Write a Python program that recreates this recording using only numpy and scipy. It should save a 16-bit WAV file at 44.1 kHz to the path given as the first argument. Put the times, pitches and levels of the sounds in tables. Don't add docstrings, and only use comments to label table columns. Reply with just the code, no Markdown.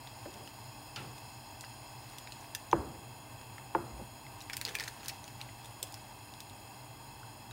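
import sys
import numpy as np
from scipy import signal
from scipy.fft import rfft, irfft
from scipy.io import wavfile
from scipy.ndimage import uniform_filter1d

SR = 44100
rng = np.random.default_rng(int(sys.argv[2]) if len(sys.argv) > 2 else 0)


def how_loud(loudness_db):
    steps = np.asarray(loudness_db, float) / 20
    return 10 ** steps


def waveform_to_disk(signal):
    frames = np.transpose(np.atleast_2d(signal))
    scaled = np.clip(frames, -1, 1) * 32767
    samples = np.round(scaled).astype(np.int16)
    wavfile.write(sys.argv[1], SR, samples)


N = 331894

# f/Hz, t60/s
ROOM_DECAY = [(60, 0.97), (300, 0.89), (1000, 0.7), (2000, 0.33), (5000, 0.31), (12000, 0.23)]


def read(points, hz):
    f, value = np.transpose(points)
    return np.interp(np.log(hz + 1), np.log(f + 1), value)


def peak(hz, centre_hz, width_hz):
    return 1 / (1 + (2 * (hz - centre_hz) / width_hz) ** 2) ** 2


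def add(mix, s, sound):
    part = mix[round(s * SR):][:len(sound)]
    part += sound[:len(part)]


def evened(x):
    return x / np.sqrt(np.mean(x ** 2) + 1e-20)


def coloured(noise, gain):
    return evened(irfft(rfft(noise) * gain, len(noise)))


def swelling_mode(t, db, hz, t60, rise_ms):
    rise = 1 - np.exp(-t * 1000 / rise_ms)
    return how_loud(db - 60 * t / t60) * rise * np.sin(2 * np.pi * hz * t)


def echoes(decays, gap_ms, size):
    spacing = 12
    taps = np.zeros(size)
    starts = np.arange(0, size - spacing, spacing)
    at = starts + rng.integers(0, spacing, len(starts))
    taps[at] = rng.choice([-1., 1.], len(at))
    hz, t, bands = signal.stft(taps, SR, nperseg=128)
    dying = bands * how_loud(-60 * t / read(decays, hz)[:, None])
    tail = signal.istft(dying, SR, nperseg=128)[1]
    return np.r_[np.zeros(round(gap_ms * SR / 1000)), tail / np.linalg.norm(tail)]


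def burner():
    # f/Hz, density/dB per Hz
    jet_hiss = [(560, -29.0), (1400, -19.7), (2300, -18.7), (3600, -25), (4600, -16.5), (6000, -28.5),
                (7500, -23.0), (11000, -29.0), (13000, -28.5), (15700, -24.7)]
    # f/Hz, width/Hz, density/dB per Hz
    cap_modes = [(650, 151, -4.9), (803, 134, 0.6), (926, 131, 1.0), (1073, 86, -4.3), (1184, 153, -9.7),
                 (1567, 288, -12.4), (1797, 170, -15.7), (2081, 136, -12.6), (2627, 214, -6.2),
                 (3158, 77, -11.1), (3294, 190, -9.3), (4119, 141, -10.0), (4250, 65, -14.8),
                 (4746, 117, -12.7), (5047, 185, -7.6), (5236, 316, -15.3), (5449, 128, -17.5),
                 (6789, 138, -7.7), (6934, 172, -9.3), (8086, 635, -21.1), (8726, 166, -13.4),
                 (8941, 212, -13.4), (9620, 70, -5.5), (9917, 786, -20.4), (10611, 275, -21.8),
                 (11521, 1305, -25.1), (12202, 307, -16.3), (13930, 271, -18.6), (14272, 296, -18.5),
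                 (15584, 192, -16.6)]
    # f/Hz, density/dB per Hz
    flame_rumble = [(20, -40), (33, -30), (39, -1), (48, -6), (72, -6.5), (100, 5), (125, 9), (150, -7),
                    (175, -9.5), (250, -5), (330, -8), (430, -11.5), (560, -15.5), (700, -20)]
    # f/Hz, level/dB rms
    mains = [(50, -71.5), (100, -75.5), (200, -74), (301, -68.5)]
    # t/s, hiss/dB, rumble/dB
    draw = [(0.0, 0.5, 1), (7.52, -0.5, 1.5)]
    # t/s, level/dB
    shade = [(0, 0.5), (.9, 1), (1.5, 2), (2.3, 0.5), (2.8, -2), (3.8, -2.5), (4.4, -1), (5.5, -1),
             (7.52, -1)]
    t, hz = np.arange(N) / SR, np.fft.rfftfreq(N, 1 / SR)
    draw_s, hiss_db, rumble_db = np.transpose(draw)
    jet_noise, flame_noise, flutter_noise = rng.standard_normal((3, N))

    power = how_loud(read(jet_hiss, hz)) ** 2 * (hz > 300)
    power = power + sum(how_loud(db) ** 2 * peak(hz, f, width) for f, width, db in cap_modes)
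    power = power / (1 + (hz / 15780) ** 1200)
    steady = rfft(jet_noise) * np.sqrt(power)
    middle = irfft(steady * peak(hz, 5200, 3000), N)
    shaded = middle * (how_loud(np.interp(t, *np.transpose(shade))) - 1)
    flutter = coloured(flutter_noise, 1 / (1 + (hz / 9) ** 2))
    hiss = (irfft(steady, N) + shaded) * how_loud(np.interp(t, draw_s, hiss_db) + 0.29 * flutter)

    rumble = irfft(rfft(flame_noise) * how_loud(read(flame_rumble, hz)) * (hz < 800), N)
    rumble = rumble * how_loud(np.interp(t, draw_s, rumble_db))
    hum = sum(how_loud(db) * np.sqrt(2) * np.sin(2 * np.pi * (f * t + rng.random())) for f, db in mains)
    burner_db = -80
    return how_loud(burner_db) * np.sqrt(SR / 2) * (hiss + rumble) + hum


def rustle():
    # t/s, level/dB, half length/s
    squeezes = [(.3, -63, 0.25), (2.125, -61.5, 0.18), (2.42, -59.5, 0.083), (4.406, -61, .07),
                (4.6, -59, 0.16), (4.692, -48.5, 0.035), (4.828, -52.5, 0.15), (5.02, -60, .08),
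                (5.087, -53.5, 0.077), (5.273, -60, .1), (5.425, -58, .07), (5.65, -62, 0.11),
                (5.96, -61.5, 0.14), (6.45, -72, .15)]
    t, out, level = np.arange(N) / SR, np.zeros(N), np.zeros(N)
    fade_db = -8.5
    for s, db, half in squeezes:
        level = np.maximum(level, how_loud(db + fade_db * abs(t - s) / half))
    creases_per_s = 2500
    size = how_loud(2.0 * np.minimum(rng.exponential(1, N), 4)) * (rng.random(N) < creases_per_s / SR)
    pitch = rng.integers(0, 12, N)
    grain_t = t[:128]
    for k, hz in enumerate(np.geomspace(1700, 13000, num=12)):
        grain = np.sin(2 * np.pi * hz * grain_t) * np.exp(-grain_t * hz / 0.57)
        grain = grain * (hz / 1700) ** 0.091
        out += signal.oaconvolve(size * (pitch == k), grain)[:N]
    return level * evened(out)


def creases():
    # t/s, level/dB, lower facet f/Hz, treble/dB, length/ms
    stray = [(0.4754, -38, 3000, -22, 2.9), (1.181, -40, 2520, -17, 2.5), (1.6098, -31, 5050, -15, 0.8),
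             (1.6368, -35, 2000, -32, 0.63), (1.6409, -31, 1750, -34, 0.77), (2.135, -45, 2000, -25, 1.5),
             (2.1842, -33.5, 3180, -13.5, 2.4), (2.2739, -28, 2300, -38, 0.98),
             (2.549, -33, 1755, -25, 8.5), (4.266, -42, 2170, -36, 1.9), (4.4203, -46, 6000, -7, 2.7),
             (4.6514, -19.5, 4180, -19, 1.15), (4.8436, -35, 8250, -16, 1.2), (5.0482, -41, 6300, -13, 2.2),
             (5.052, -43, 1770, -21, 2.4), (5.0598, -32, 4600, -15, 0.97), (5.2421, -39, 4050, -18, 1.4),
             (5.4902, -39, 1980, -30, 0.89), (5.656, -47, 3700, -11, 6.5), (5.8278, -39, 3500, -22, 2.4),
             (5.9236, -44, 4900, -9, 2.8), (6.339, -36, 3220, -19, 0.6), (6.4977, -38, 3630, -17, 0.97),
             (7.5105, -39.5, 1570, -20, 1.9)]
    # t/s, level/dB, upper facet f/Hz, treble/dB, length/ms
    folded = [(0.0728, -28.5, 3330, -40, 0.8), (0.341, -40.5, 5200, -15, 2.2),
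              (1.6476, -35, 4850, -27, 1.8), (2.3221, -27.5, 4400, -30, 1.25),
              (2.5495, -25, 5080, -13, 2.3), (2.7142, -31.5, 6100, -33, 2.7),
              (3.582, -34.5, 2060, -27, 2.2), (4.406, -34, 5270, -22, 0.95), (4.4122, -39, 3980, -28, 3.2),
              (5.0322, -34, 2400, -29, 0.98), (5.0833, -25.5, 6700, -10, 1.4),
              (5.2793, -35.5, 4480, -16, 1.3), (5.4066, -35, 2240, -31, 0.9), (5.4142, -28, 4180, -23, 1.9),
              (5.8722, -41, 5200, -31, 1.5), (5.9426, -25.5, 5130, -19, 0.69),
              (6.4046, -34, 4900, -12, 1.5)]
    # t/s, level/dB, upper facet f/Hz, treble/dB, length/ms
    crushed = [(4.4987, -28.5, 2260, -23, 2.2), (4.5335, -25, 5280, -21, 2.2), (4.54, -34, 5200, -21, 3.7),
               (4.5688, -24.5, 5700, -7.5, 1), (4.6136, -24.5, 4420, -13.5, 1.7),
               (4.663, -28.5, 2760, -26, 1.1), (4.667, -29, 4770, -26, 1.3), (4.6777, -29, 4330, -24, 1.8),
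               (4.6851, -27.5, 3240, -27, 1.5), (4.691, -30, 3800, -29, 1.4), (4.7462, -36, 5560, -20, 2.1),
               (4.7519, -20, 2420, -21, 3.4), (4.7543, -39, 2290, -23, 5.7), (4.7872, -27, 4700, -22, 1.4),
               (4.799, -20.5, 4840, -21, 0.62), (4.806, -29, 4300, -18, 2.6), (4.81, -33, 2500, -18, 2.4),
               (4.826, -39, 3820, -17, 3.4), (4.839, -28.5, 4700, -23, 0.89), (4.878, -27, 2110, -25, 1.1),
               (4.88, -30, 4200, -18, 3.9), (5.0929, -25, 4570, -23, 1.4), (5.098, -31, 5240, -18, 2.5),
               (5.829, -22, 8030, -12.5, 1.8)]
    # t/s, level/dB, upper facet f/Hz, treble/dB, length/ms
    trailing = [(.9608, -30, 4800, -24, .6), (2.3225, -37, 7500, -27, 1.2), (2.5513, -31, 3500, -10, 1.2),
                (3.98, -45, 2400, -22, 1.6), (4.507, -35, 2210, -30, 1.5), (4.5318, -30, 4700, -22, 1.8),
                (4.535, -29, 1900, -22, 1.2), (4.5774, -38, 2430, -26, 1.4), (4.6158, -39, 1900, -17, 1.1),
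                (4.6945, -36, 1690, -24, 1.6), (4.7612, -42, 5600, -9, 1.5), (4.7978, -31, 2400, -22, 1.3),
                (4.8134, -34, 4740, -26, 1.4), (4.8277, -37, 1740, -18, 1.8), (4.838, -29, 6460, -22, .9),
                (4.8874, -39, 4500, -22, 1.4), (5.007, -44, 3870, -26, 1.7), (5.0436, -41, 6700, -24, 1.4),
                (5.082, -37, 4940, -17, 1.2), (5.0838, -28.5, 8650, -8.5, 1.1),
                (5.0953, -29.5, 2790, -24, 1.6), (5.1008, -40, 4980, -18, 1.4),
                (5.8272, -43, 4200, -12, 1.1), (5.8326, -43, 7200, -16, 1.4), (7.2318, -52, 1390, -26, 1.6),
                (.476, -44, 1400, -30, 2.5), (2.0995, -42, 5000, -12, 1.2), (5.645, -46, 3500, -14, 5),
                (2.1225, -44, 2700, -20, 1.5), (2.411, -45, 6200, -14, 1.5), (2.443, -44, 2600, -22, 1.5),
                (5.037, -46, 6900, -18, 1.2)]
    rows = []
    for table, facet_ratio in ((stray, 1.57), (folded, 0.636)):
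        for s, db, f, treble_db, ms in table:
            rows.append((s, db, f, facet_ratio * f, treble_db, ms))
    panel_hz = 1695
    for s, db, f, treble_db, ms in crushed + trailing:
        rows.append((s, db, f, max(0.421 * f, panel_hz), treble_db, ms))
    return rows


def snap(row, noise):
    # f as a factor on it, level/dB
    onset = [(.35, -32), (.7, -23), (1.1, -9.5)]
    db, f, g, treble_db, ms = row
    t, hz = np.arange(512) / SR, np.fft.rfftfreq(512, 1 / SR)
    u = t / (ms / 1000)

    lowest_hz = min(f, g, 2600)
    points = [(k * lowest_hz, d) for k, d in onset]
    points += [(9000, treble_db + 4.0), (13000, treble_db - .4), (16500, treble_db), (16900, -70)]
    broad = how_loud(read(points, hz))
    shape = (1 - np.exp(-u / 0.38)) * np.exp(-2.6 * u)
    burst = shape * noise[0]
    lumps = np.sqrt(uniform_filter1d(abs(rfft(burst)) ** 2, size=15) + 1e-9)
    crack = coloured(burst, broad / lumps) * np.sqrt(np.mean(broad ** 2) * np.mean(shape ** 2))

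    drift = np.sqrt(2 * np.pi * .015 * np.array([[f], [g]]) / SR)
    waver = np.cumsum(uniform_filter1d(noise[1:], 9), axis=1) * drift
    waver = waver + 3 * noise[1:, :1]
    facets = np.sin(2 * np.pi * f * t + waver[0])
    facets = facets + how_loud(-4.5) * np.sin(2 * np.pi * g * t + waver[1])
    ring = (1 - np.exp(-u / 0.37)) * np.exp(-2.6 * t / (ms / 1000 + 0.5 / f))
    return how_loud(db + 5.5) * (ring * facets + how_loud(13.5) * crack)


def ping(db, hz, ms):
    t = np.arange(1024) / SR
    swell = 1 - np.exp(-t * abs(hz) / 0.91)
    return how_loud(db + 1 - 20 * t * 1000 / ms) * swell * np.sin(2 * np.pi * hz * t)


def sachet():
    # t/s,
    # level/dB, f/Hz (negative: first swings inward), length/ms
    lone_rings = [(2.1842, -38, 2900, 3), (2.5494, -31, 5820, 3.5), (4.2662, -42, 2170, 3),
                  (4.4128, -41, 4200, 3), (4.4988, -35, 3420, 2.7), (4.569, -30, 4770, 2),
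                  (4.6514, -25, 5000, 2.5), (4.6662, -39, 5900, 2), (4.666, -33, 4300, 2),
                  (4.6778, -40, 6200, 2), (4.6908, -41, 4700, 2), (4.695, -43, 4500, 2),
                  (4.7595, -38, 2410, 5), (4.767, -38, 2400, 9), (4.776, -44, 1690, 7),
                  (4.7872, -32, 2400, 2.5), (4.7988, -35, 2550, 2.5), (4.849, -42, 1750, 4),
                  (4.8775, -38, 6300, 2), (4.8808, -37, 6400, 2), (5.0598, -46, 1700, 3),
                  (5.083, -37, 1750, 3.5), (5.093, -36, 3300, 2), (5.4143, -46, 1700, 3),
                  (5.49, -43, 2000, 2.5), (5.8277, -28, 3420, 2), (5.9425, -38, 10500, 1.5),
                  (7.232, -35, -1400, 2.5), (7.511, -41, 3900, 2.5), (1.6102, -41, 6000, 3),
                  (5.2418, -40, 6200, 2), (4.8062, -30, 1810, 4), (4.5074, -43, 2250, 5),
                  (4.5775, -43, 2450, 3), (.9612, -42.5, 4790, 9), (5.0965, -39, 2000, 4),
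                  (4.753, -32, 1700, 6), (5.8288, -39, 2400, 2), (6.4046, -46, 2500, 2),
                  (4.5692, -37, 6200, 2), (4.577, -46, 6200, 3), (4.685, -41, 5600, 2),
                  (4.6906, -42, 6200, 2), (5.06, -43, 2500, 2), (5.06, -41, 6300, 1.5),
                  (5.9242, -45, 7600, 2), (6.4046, -40, 6000, 2), (.258, -36, 570, 13),
                  (.273, -43, 340, 20)]
    # f/Hz, t60/s
    near_decay = [(1500, 0.053), (5000, 0.053), (12000, 0.06)]
    spots = np.zeros((4, N))
    spots[0] = rustle()
    lead_s = .0003
    snaps = creases()
    noises = rng.standard_normal((len(snaps), 3, 512))
    for k, ((s, *row), noise) in enumerate(zip(snaps, noises)):
        add(spots[k % len(spots)], s - lead_s, snap(row, noise))
    for k, (s, *row) in enumerate(lone_rings):
        add(spots[k % len(spots)], s - lead_s, ping(*row))
    direct = spots.sum(0)
    near = sum(signal.oaconvolve(spot, echoes(near_decay, 1.57, size=6000))[:N] for spot in spots)
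    room = signal.oaconvolve(direct, echoes(ROOM_DECAY, 8.0, size=16000))[:N]
    return direct + how_loud(-6.5) * near + how_loud(-16.0) * room


def knocks():
    # t/s,
    # level/dB, centre f/Hz, width/Hz, t60/s
    blows = [(0.2552, -36, 570, 140, 0.034), (0.254, -42.5, 1100, 1500, 0.043), (0.258, -45, 334, 170, 0.2),
             (0.9604, -39, 3200, 4600, 0.072), (0.9602, -46, 4800, 440, .06), (0.961, -46, 2800, 400, 0.14),
             (0.965, -48.5, 1350, 460, 0.34), (.968, -48, 2300, 3600, 0.5), (3.757, -51, 1200, 700, 0.3),
             (3.9885, -41.5, 480, 356.4, 0.12), (4.014, -39.5, 223, 90, 0.093), (5.2, -46, 85, 40, .07),
             (4.24, -44.5, 120, 30, 0.14), (5.825, -45.5, 470, 150, 0.098), (7.232, -58, 1360, 500, 0.037)]
    # t/s, level/dB, centre f/Hz, width/Hz, t60/s
    shuffles = [
        (.31, -48, 590, 920, 0.48),
        (.385, -43, 300, 350, 0.24),
        (0.974, -43, 116, 53, 0.63),
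        (.965, -46, 300, 440, 0.6),
        (4.66, -48.5, 410, 280, 0.83),
    ]
    # t/s, level/dB, f/Hz, t60/s, rise/ms
    cupboard = (3.9205, -40, 60, .45, 6)
    size = 16384
    out, t, hz = np.zeros(N), np.arange(size) / SR, np.fft.rfftfreq(size, 1 / SR)
    rows = [(*row, min(1000 * 1.8 / row[2], 4.6)) for row in blows]
    rows += [(*row, 26) for row in shuffles]
    for s, db, f, width, t60, rise_ms in rows:
        shape = (1 - np.exp(-t * 1000 / rise_ms)) * how_loud(db - 60 * t / t60)
        band = coloured(rng.standard_normal(size), np.sqrt(peak(hz, f, width)))
        add(out, s, evened(shape * band) * np.sqrt(np.mean(shape ** 2)))
    s, *mode = cupboard
    add(out, s, swelling_mode(t, mode[0], mode[1], mode[2], mode[3]))
    return out


def mug():
    # t/s, clack level/dB, clack f/Hz, room level/dB, room brightness/dB per octave
    landings = [
        (2.7294, -12.5, 907, -26.5, 2),
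        (3.7494, -18.5, 887, -32.5, 3),
        (3.755, -25, 854, -55, -5),
    ]
    # f/Hz (negative: first swings inward), level/dB, t60/s, rise/ms
    slab = [
        [(59, -35, 0.33, 27), (104, -27.5, 0.13, 7.5), (147, -28, 0.11, 8.4), (201, -34, 0.14, 5),
         (286, -42, 0.22, 4.8), (335, -23, 0.17, 3.3), (-450, -18, 0.03, 2), (500, -30, 0.15, 3),
         (586, -26, 0.079, 2.7), (1240, -20.5, 0.032, 1.3), (1564, -36, 0.038, .8), (2297, -31.5, 0.017, 0.21),
         (2700, -36, 0.015, .3), (3980, -45, 0.0096, .15)],
        [(61, -49, .3, 15), (135, -40, 0.29, 6), (203, -39, 0.15, 6.2), (330.5, -32.5, 0.26, 3.6),
         (343.5, -33, 0.31, 3.4), (-427, -29.5, 0.068, 3), (530, -26, 0.068, 3.3), (700, -32, 0.11, 2.5),
         (872, -33, 0.077, 3.5), (1227, -35, 0.036, 1.1), (1440, -33, 0.034, 0.49), (1680, -33, 0.028, .8),
         (2300, -39, 0.016, 0.41), (2640, -44, 0.023, 0.37)],
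        [],
    ]
    # delay/ms, level/dB
    walls = [(36, -28), (51, -33), (62, -30)]
    # f/Hz, level/dB
    thud = [(40, -35), (70, 12), (150, 4), (330, 6.5), (600, -2), (950, -2), (1400, -8.5), (2000, -20),
            (3000, -45), (5000, -60)]
    out, t = np.zeros(N), np.arange(SR) / SR
    clack_cycles = 5.1
    for (s, db, f, room_db, tilt_db), modes in zip(landings, slab):
        u = np.minimum(t * f / clack_cycles, 1)
        turns = f * t + .8 * (1 - np.exp(-t / .00045))
        clack = how_loud(db) * np.sin(np.pi * u ** 0.76) ** 0.82 * np.sin(2 * np.pi * turns)
        add(out, s, clack)
        for late_ms, wall_db in walls:
            add(out, s + late_ms / 1000, how_loud(wall_db) * clack)
        for hz, mode_db, t60, rise_ms in modes:
            add(out, s, swelling_mode(t, mode_db, hz, t60, rise_ms))
        tail = echoes(ROOM_DECAY, 0, size=30000)
        hz = np.fft.rfftfreq(len(tail), 1 / SR)
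        tail = coloured(tail, how_loud(read(thud, hz) + tilt_db * np.log2(hz / 500 + .05)))
        swell = 1 - np.exp(-t[:len(tail)] / 0.0021)
        add(out, s + 0.004, how_loud(room_db - 19.5) * tail * swell)
    return out


def scene():
    return (burner() + sachet() + knocks() + mug())[None]


def low_pass(x):
    return signal.sosfilt(signal.butter(12, 16680, fs=SR, output="sos"), x)


def record(dry):
    x = signal.sosfilt(signal.butter(6, 38, "high", fs=SR, output="sos"), dry)
    edge_hz, top_db = 15840, -31
    lowpass = signal.firwin(1023, edge_hz, window=("kaiser", 9), fs=SR)
    below = signal.oaconvolve(x, lowpass[None], "same")
    return low_pass(below + how_loud(top_db) * (x - below))


dry = scene()
out = record(dry)
waveform_to_disk(out)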